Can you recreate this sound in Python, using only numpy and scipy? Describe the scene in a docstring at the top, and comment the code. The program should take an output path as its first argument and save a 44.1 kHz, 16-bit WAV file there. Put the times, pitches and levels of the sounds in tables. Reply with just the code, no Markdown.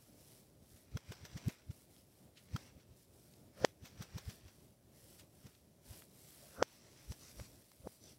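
"""A quiet room, one microphone close to a silicone bubble toy lying on a cloth.
Over the room's murmur a hand brushes the cloth and drags the toy. From 0.7 s a fingertip works along the
rows: most domes give a soft thump that glides upward, then a scuff as the skin slips off, with faint
ticks and slides between. At 3.6 s and 6.6 s a low thud and a swell of noise lead into a loud, sharp pop.
Two weaker pops follow among the last swishes of the fingertip."""
import sys
import numpy as np
from scipy import signal
from scipy.fft import rfft, irfft
from scipy.io import wavfile
from scipy.ndimage import uniform_filter1d

SR = 44100
rng = np.random.default_rng(int(sys.argv[2]) if len(sys.argv) > 2 else 0)


def dump_mix(stems):
    """Bounce the given channels to the path in sys.argv[1] as a 16-bit WAV at rate SR."""
    frames = np.atleast_2d(stems).T  # one column per channel
    limited = np.clip(frames, -1, 1)  # hard clip at full scale
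    pcm = np.round(limited * 32767).astype(np.int16)
    wavfile.write(sys.argv[1], SR, pcm)


N = 360782


def gain_of(db):
    """Decibels to a factor."""
    return 10 ** (np.asarray(db) / 20)


def unit_rms(x):
    """Scales to rms 1."""
    return x / np.sqrt(np.mean(x ** 2) + 1e-20)


def colour(points, hz):
    """Gain of a spectrum at the given frequencies."""
    f, db = np.transpose(points)
    return gain_of(np.interp(np.log(hz + 1), np.log(f + 1), db))


def below(hz, edge_hz, order=4):
    """Gain of a low-pass."""
    return 1 / np.sqrt(1 + (hz / edge_hz) ** (2 * order))


def ring(hz, centre_hz, strength, width=0.29):
    """Gain of a rubber resonance; its width is a share of its pitch."""
    return 1 + abs(strength) / (1 + ((hz / centre_hz - 1) / width) ** 2)


def noise(shape, count):
    """Noise of rms 1 whose spectrum is shape(Hz)."""
    white = rfft(rng.standard_normal(count))
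    return unit_rms(irfft(white * shape(np.fft.rfftfreq(count, 1 / SR)), count))


def wander(rate_hz, count):
    """Random drift of rms 1."""
    return noise(lambda hz: below(hz, rate_hz, order=2), count)


def add(mix, s, sound):
    """Mixes a sound in from time s."""
    part = mix[max(round(s * SR), 0):][:len(sound)]
    part += sound[:len(part)]


# Room tone at the microphone, relative spectrum: f/Hz, level/dB
ROOM_SPECTRUM = [(20, -14), (40, -6), (65, 0), (120, 2.5), (200, -2), (380, -5.5), (480, -10), (590, -7.5),
                 (760, -16), (1000, -22), (1600, -29), (16000, -31)]


def room_tone(level_db=-66.5, waver_db=2.0, waver_hz=4.3):
    """The low, dull murmur of the room's air, behind everything else."""
    level = gain_of(level_db + waver_db * wander(waver_hz, N))
    return level * noise(lambda f: colour(ROOM_SPECTRUM, f), N)


def strokes(rows, flatness=3.0):
    """Friction power of strokes that gather speed, hold it and slow down; flatness 2 is a bell."""
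    t, power = np.arange(N) / SR, np.zeros(N)
    for s, length, db in rows:
        near = abs(t - s) < 2 * length
        power[near] += gain_of(db) ** 2 * .5 ** (abs(2 * (t[near] - s) / length) ** flatness)
    return power


def friction(power, spectrum, gain_db, grain_db, grain_hz, patchy_db):
    """Sliding noise that catches unevenly; passing resonances colour it as the contact moves."""
    frames = signal.stft(noise(lambda f: colour(spectrum, f), N), nperseg=1024)[2]
    patches = uniform_filter1d(rng.standard_normal(frames.shape), size=7, axis=0)  # across frequency
    patches = unit_rms(uniform_filter1d(patches, size=8, axis=1))  # across time
    sliding = signal.istft(frames * gain_of(patchy_db * patches), nperseg=1024)[1][:N]
    grain = gain_of(grain_db * wander(grain_hz, N))
    return np.sqrt(power) * gain_of(gain_db) * unit_rms(sliding * grain)


# Sweeps of the hand over the cloth under the toy: middle t/s, length/s, relative level/dB
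HAND_SWEEPS = [(.04, .13, -72), (.3, 0.23, -69.5), (.75, .16, -72), (1.5, .08, -70.5), (1.78, 0.12, -72),
               (1.96, 0.11, -73), (2.16, 0.18, -77.5), (2.42, 0.086, -75.5), (2.61, 0.11, -78),
               (3.01, 0.082, -75), (3.26, 0.23, -74), (3.64, 0.11, -72.5), (4.3, 0.12, -68.5),
               (4.59, 0.2, -77), (5.02, 0.13, -70.5), (5.14, .11, -68.5), (5.46, 0.24, -75.5),
               (5.95, .14, -63.5), (6.36, 0.34, -66), (6.74, .09, -73.5), (7.27, 0.47, -70),
               (7.62, 0.53, -74), (7.92, 0.11, -70.5), (8.09, 0.15, -75.5)]
# Brushed cloth at close range, relative spectrum: f/Hz, level/dB
CLOTH_SPECTRUM = [(300, -23), (1500, -27), (3000, -8), (5600, -3), (6500, -6.5), (8000, -3), (10500, -2),
                  (13500, -4.5), (16000, -9)]


def cloth_brushing(press_power, press_share_db=-10, hold_db=-82.5):
    """The hand sweeps the cloth, each press shifts it, and the holding hand is never quite still."""
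    power = strokes(HAND_SWEEPS) + gain_of(press_share_db) ** 2 * press_power + gain_of(hold_db) ** 2
    brushing = friction(power, CLOTH_SPECTRUM, gain_db=3.0, grain_db=2.6, grain_hz=400, patchy_db=1.5)
    return brushing + fibres(power)


def fibres(power, per_s=20.0, gain_db=4.0, spread_db=4.0, decay_s=0.00027):
    """Single fibres of the cloth catch on the moving hand and tick."""
    catches = (rng.random(N) < per_s / SR) * np.sqrt(power)
    catches *= gain_of(gain_db + spread_db * np.minimum(rng.exponential(1, N), 3))
    t = np.arange(SR // 200) / SR
    tick = noise(lambda f: colour(CLOTH_SPECTRUM, f), len(t)) * np.exp(-t / decay_s)
    return signal.oaconvolve(catches, tick)[:N]


# Fingertip slides over the toy, relative levels: middle t/s, length/s, rub level/dB, swish level/dB
FINGER_SLIDES = [(1.33, 0.41, -70.5, -76), (2.638, .12, -73, -70), (3.63, 0.12, -71.5, -76),
                 (4.306, 0.39, -75.5, -77), (6.62, 0.19, -72.5, -73), (6.92, 0.32, -74.5, -69),
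                 (7.114, 0.034, -83, -57), (7.267, 0.1, -76, -60), (7.418, .08, -71.5, -59.5),
                 (8.08, 0.092, -79, -62.5)]
# Skin on rubber at close range, relative spectrum: f/Hz, level/dB
RUB_SPECTRUM = [(150, -5.5), (700, 1.5), (1050, -1), (1400, 0), (2200, 1), (2900, -2), (4500, -3),
                (5300, -1), (6050, 0.5), (6350, -11), (8000, -6.5), (10000, -23.5), (16000, -15.5)]


def rubber_rubbing(press_power, sweep_share_db=-10.0, hold_db=-89.5):
    """Skin rubs the toy as it presses, slides and holds; a sweep of the hand also drags the toy."""
    slides = strokes([(s, length, db) for s, length, db, _ in FINGER_SLIDES])
    drag = gain_of(sweep_share_db) ** 2 * strokes(HAND_SWEEPS)
    power = press_power + slides + drag + gain_of(hold_db) ** 2
    return friction(power, RUB_SPECTRUM, gain_db=5.0, grain_db=2.0, grain_hz=199.4, patchy_db=2.0)


def noise_swell(s, db, rise_s, shape, stop_s=.001):
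    """A swell of noise that grows into a thump or pop and cuts off at s."""
    t = np.arange(-SR // 5, SR // 20) / SR
    swell = np.exp(np.where(t < 0, t / rise_s, -t / stop_s))
    return s + t[0], gain_of(db) * noise(shape, len(t)) * swell


def thump(s, db, hz, swell_power=4.6, stop_power=3.2, glide=.76):
    """A few low cycles that swell, climb in pitch and stop."""
    fall_s = .0148 * (104.3 / hz) ** .7  # a higher thump ends sooner
    t = np.arange(-4 * fall_s, fall_s, 1 / SR)
    time_left = np.maximum(1 - t / fall_s, 1e-6)  # 1 at the peak, 0 at the end
    turns = np.cumsum(hz / np.maximum(time_left, .05) ** glide) / SR
    turns -= np.interp(0, t, turns)
    swell = (time_left * np.exp(1 - time_left)) ** np.where(t < 0, swell_power, stop_power)
    return s + t[0], gain_of(db) * swell * np.cos(2 * np.pi * turns + np.pi / 4)


# Soft domes pressed close to the microphone: t/s, thump level/dB, f/Hz at the peak, slip delay/s,
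# relative slip level/dB, slip length/s, squeak f/Hz, squeak strength, relative rub level/dB
SOFT_PRESSES = [(.745, -59, 64.4, 0.024, -66.5, .008, 2200, .3, -82),
                (0.958, -33.5, 116.7, 0.014, -45, 0.003, 1370, 3.7, -69),
                (1.104, -42.5, 110, .018, -48, 0.0043, 1530, 1.6, -64.5),
                (1.235, -46, 100, 0.018, -49.5, 0.007, 1720, 1.3, -82),
                (1.359, -38, 120, 0.018, -49.5, 0.0054, 1940, 1.5, -66),
                (1.478, -27, 137.5, 0.016, -52, 0.0081, 2040, 3.7, -64),
                (1.701, -36.5, 103, 0.0094, -58, 0.0051, 1410, 0.92, -80),
                (2.5495, -31.5, 117.6, .015, -38.5, 0.0021, 1340, 11, -64.5),
                (2.77, -52.5, 109, 0.036, -70, .015, 2200, .5, -76.5),
                (2.918, -58, 105, 0.01, -76, .01, 2200, .5, -83),
                (3.836, -45, 126, 0.02, -54, 0.024, 2200, .32, -76),
                (4.0067, -40, 115, 0.017, -45.5, 0.0056, 1630, .47, -63.5),
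                (4.162, -36, 116, .02, -47.5, 0.0057, 1720, .29, -63.5),
                (4.2848, -37.5, 93, 0.015, -50, 0.0068, 1700, .3, -66.5),
                (4.463, -50, 84.5, 0.019, -62, 0.01, 2200, .5, -75),
                (5.461, -47.5, 161, .0064, -61, 0.0069, 1500, 0.39, -71.5),
                (5.911, -49, 76.6, 0.025, -66, .003, 750, 2, -69),
                (7.107, -37.5, 86, .0145, -49.5, 0.0039, 1070, 0.67, -72),
                (7.4125, -41, 88, 0.012, -71, .0057, 1500, .2, -80)]


def soft_domes(rumble_db=-54.0, rumble_slope=0.54, rise_s=0.028, lag_s=.004):
    """Gently pressed domes: an uneven rumble grows into each soft thump."""
    out = np.zeros(N)
    mean_db = np.mean([row[1] for row in SOFT_PRESSES])
    for s, db, hz, *_ in SOFT_PRESSES:
        def rumble(f):
            return below(f, 1.4 * hz, order=2) * below(f, 690)
        swell_db = rumble_db + rumble_slope * (db - mean_db)
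        add(out, *thump(s, db, hz))
        add(out, *noise_swell(s + lag_s, swell_db, rise_s, rumble, stop_s=0.011))
    return out


def pressing(load_s=0.051, ease_s=0.043):
    """Friction power of the fingertip on the soft domes: it grows until each slip, then eases."""
    t, power = np.arange(-SR // 3, SR // 3) / SR, np.zeros(N)
    grip = np.exp(np.where(t < 0, t / load_s, -t / ease_s))
    for s, _, _, delay, *_, rub_db in SOFT_PRESSES:
        add(power, s + delay + t[0], (gain_of(rub_db) * grip) ** 2)
    return power


def burst(s, db, length, shape, rise_share=0.68, fall_share=1.52, grain_db=2.5, grain_hz=660):
    """A short grainy burst of noise that peaks at s."""
    t = np.arange(-SR // 20, SR // 5) / SR
    swell = np.exp(np.where(t < 0, t / (rise_share * length), -t / (fall_share * length)))
    grains = unit_rms(noise(shape, len(t)) * gain_of(grain_db * wander(grain_hz, len(t))))
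    return s + t[0], gain_of(db) * swell * grains


def squeak(s, db, hz, decay_s=0.0016, overtone_ratio=2.39, overtone_share=0.59):
    """Two rubber modes that swell and die within a few milliseconds of s."""
    t = np.arange(-SR // 40, SR // 25) / SR
    phases = 2 * np.pi * rng.random(2)
    low = np.sin(2 * np.pi * hz * t + phases[0])
    high = overtone_share * np.sin(2 * np.pi * overtone_ratio * hz * t + phases[1])
    return s + t[0], gain_of(db) * (low + high) * np.exp(-abs(t) / decay_s)


# Skin slipping off a dome, relative spectrum: f/Hz, level/dB
SCUFF_SPECTRUM = [(150, -13.5), (350, -2.5), (550, -4), (750, -7.5), (1100, -9), (2300, -9.5), (3300, -7),
                  (4200, -9.5), (5900, -4), (6600, -10.5), (10000, -19.5), (14500, -15), (16000, -19)]


def scuffs(scuff_db=-1.5, squeak_db=-4.5, max_strength=1.96):
    """Just after a thump the skin slips off the dome; a firm slip makes the rubber squeak."""
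    out = np.zeros(N)
    for s, _, _, delay, db, length, hz, strength, _ in SOFT_PRESSES:
        def shape(f):
            return colour(SCUFF_SPECTRUM, f) * ring(f, hz, strength / 2)
        add(out, *burst(s + delay, db + scuff_db, length, shape))
        start, tone = squeak(s + delay, db + squeak_db, hz)
        add(out, start, min(strength, max_strength) * tone)
    return out


# Faint ticks and blips, close up: t/s, level/dB, length/s, centre f/Hz, width/octaves
TICKS_AND_BLIPS = [(1.12, -46.5, .0022, 436, 0.29), (1.483, -44.5, .0012, 4000, 2.6),
                   (1.497, -54.5, 0.009, 530, 0.22), (1.965, -61, .0008, 4000, 1),
                   (2.01, -68, .002, 3200, .5), (2.375, -61, .014, 3000, 0.83),
                   (3.338, -59.5, 0.0014, 4000, .78), (5.197, -58.5, 0.013, 3280, 1.4),
                   (5.551, -61, .0018, 3430, 0.71), (6.022, -53, 0.00085, 1900, 0.52),
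                   (6.429, -64, .03, 600, 0.26), (7.7175, -57, .0012, 2200, 1.8)]


def ticks_and_blips():
    """Faint ticks and short blips; the first is the high end of a thump's glide."""
    out = np.zeros(N)
    for s, db, length, hz, octaves in TICKS_AND_BLIPS:
        def band(f):
            return np.exp(-.5 * (np.log2((f + 1) / hz) / octaves) ** 2)
        add(out, *burst(s, db, length, band))
    return out


# A sliding fingertip at close range, relative spectrum: f/Hz, level/dB
SWISH_SPECTRUM = [(1000, -13.5), (3000, -15.5), (4400, -6.5), (5300, -3), (6050, 1), (6350, -9.5),
                  (9000, -10.5), (16000, -27.5)]


def fingertip_swish():
    """Each slide over the toy adds a thin swish above the rubbing."""
    power = strokes([(s, length, db) for s, length, _, db in FINGER_SLIDES])
    return friction(power, SWISH_SPECTRUM, gain_db=-1.5, grain_db=2.0, grain_hz=152, patchy_db=3.5)


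def pop(s, db, shape, lead_cycles=0.86, top_hz=8300, size=4096):
    """A pop that swells, glides quickly upward and ends abruptly on a click."""
    hz = np.fft.rfftfreq(size, 1 / SR)
    log_gain = np.log(np.maximum(shape(hz) * below(hz, top_hz, order=12), 1e-3))
    mirrored = np.r_[log_gain, log_gain[-2:0:-1]]
    # the Hilbert transform of the log gain gives the phase that puts all ringing ahead of the click
    build_up = np.exp(signal.hilbert(mirrored)[:len(hz)])
    sweep = np.exp(2j * np.pi * lead_cycles * np.log(hz / 500 + 0.19))  # low notes come first
    chirp = np.fft.fftshift(irfft(build_up * sweep))
    return s - size / 2 / SR, gain_of(db) * chirp / abs(chirp).max()


# The swell of noise ahead of a pop, relative spectrum: f/Hz, level/dB
SWELL_SPECTRUM = [(50, -9), (120, 5), (250, -1), (400, -4), (570, 6), (850, -10.5), (1100, -9),
                  (1400, -5.5), (2000, -19), (3000, -20.5), (5800, -13), (8000, -26)]
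# A sharp pop at close range, relative spectrum: f/Hz, level/dB
POP_SPECTRUM = [(60, -41), (150, -15), (280, -5), (400, -2), (530, 4.5), (680, -5), (900, -7.5),
                (1150, -14.5), (1800, -17.5), (2350, -19), (2700, -22), (3300, -17.5), (3900, -28.5),
                (4500, -23.5), (5500, -21), (8000, -26.5)]
# Sharp pops close to the microphone: t/s, peak level/dB, treble edge f/Hz, ring f/Hz, ring strength,
# ring width as a share of its pitch, click f/Hz, swell level/dB, swell edge f/Hz, swell rise/s
SHARP_POPS = [(3.6494, -14.5, 8700, 1830, 2.3, 0.057, 4480, -40, 6520, 0.027),
              (6.6278, -16, 7200, 1360, 2.75, 0.2, 5700, -39.5, 1850, 0.028),
              (7.4003, -43.5, 12000, 2320, 3.4, 0.13, 5600, -53, 6000, 0.0061),
              (7.875, -33.5, 1215, 278, 1.1, 0.34, 1650, -49.5, 1040, 0.022)]


def sharp_pops(thud_db=-49.0, thud_hz=72.3, fizz_db=-32.0, fizz_s=0.0045):
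    """A low thud and a swell of noise lead into each sharp pop, which leaves a brief fizz."""
    out = np.zeros(N)
    for s, db, edge_hz, ring_hz, strength, width, click_hz, swell_db, swell_hz, rise_s in SHARP_POPS:
        def swell_shape(f):
            resonance = ring(f, ring_hz, 0.61 * strength, width)
            return colour(SWELL_SPECTRUM, f) * resonance * below(f, swell_hz, order=6)

        def pop_shape(f):
            resonances = ring(f, ring_hz, strength, width) * ring(f, click_hz, strength=1.0, width=0.14)
            return colour(POP_SPECTRUM, f) * resonances * below(f, edge_hz)
        add(out, *thump(s - 0.91 * rise_s, thud_db, thud_hz))
        add(out, *noise_swell(s, swell_db, rise_s, swell_shape))
        add(out, *pop(s, db, pop_shape))
        add(out, *burst(s, db + fizz_db, fizz_s, lambda f: colour(SCUFF_SPECTRUM, f)))
    return out


def scene():
    """Room, hand and toy as they reach the one close microphone."""
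    press_power = pressing()
    background = room_tone() + cloth_brushing(press_power) + rubber_rubbing(press_power)
    playing = soft_domes() + scuffs() + ticks_and_blips() + fingertip_swish() + sharp_pops()
    return (background + playing)[None]


def record(dry, low_cut_hz=45, top_hz=15850):
    """The small microphone loses the deep bass; then the recorder's band limit."""
    hz = np.fft.rfftfreq(N, 1 / SR)
    low_cut = np.sqrt(1 - below(hz, low_cut_hz, order=5) ** 2)
    thinned = irfft(rfft(dry) * low_cut, N)
    band_limit = signal.firwin(511, top_hz, window=("kaiser", 9), fs=SR)
    return signal.oaconvolve(thinned, band_limit[None], "same")


dry = scene()
out = record(dry)
dump_mix(out)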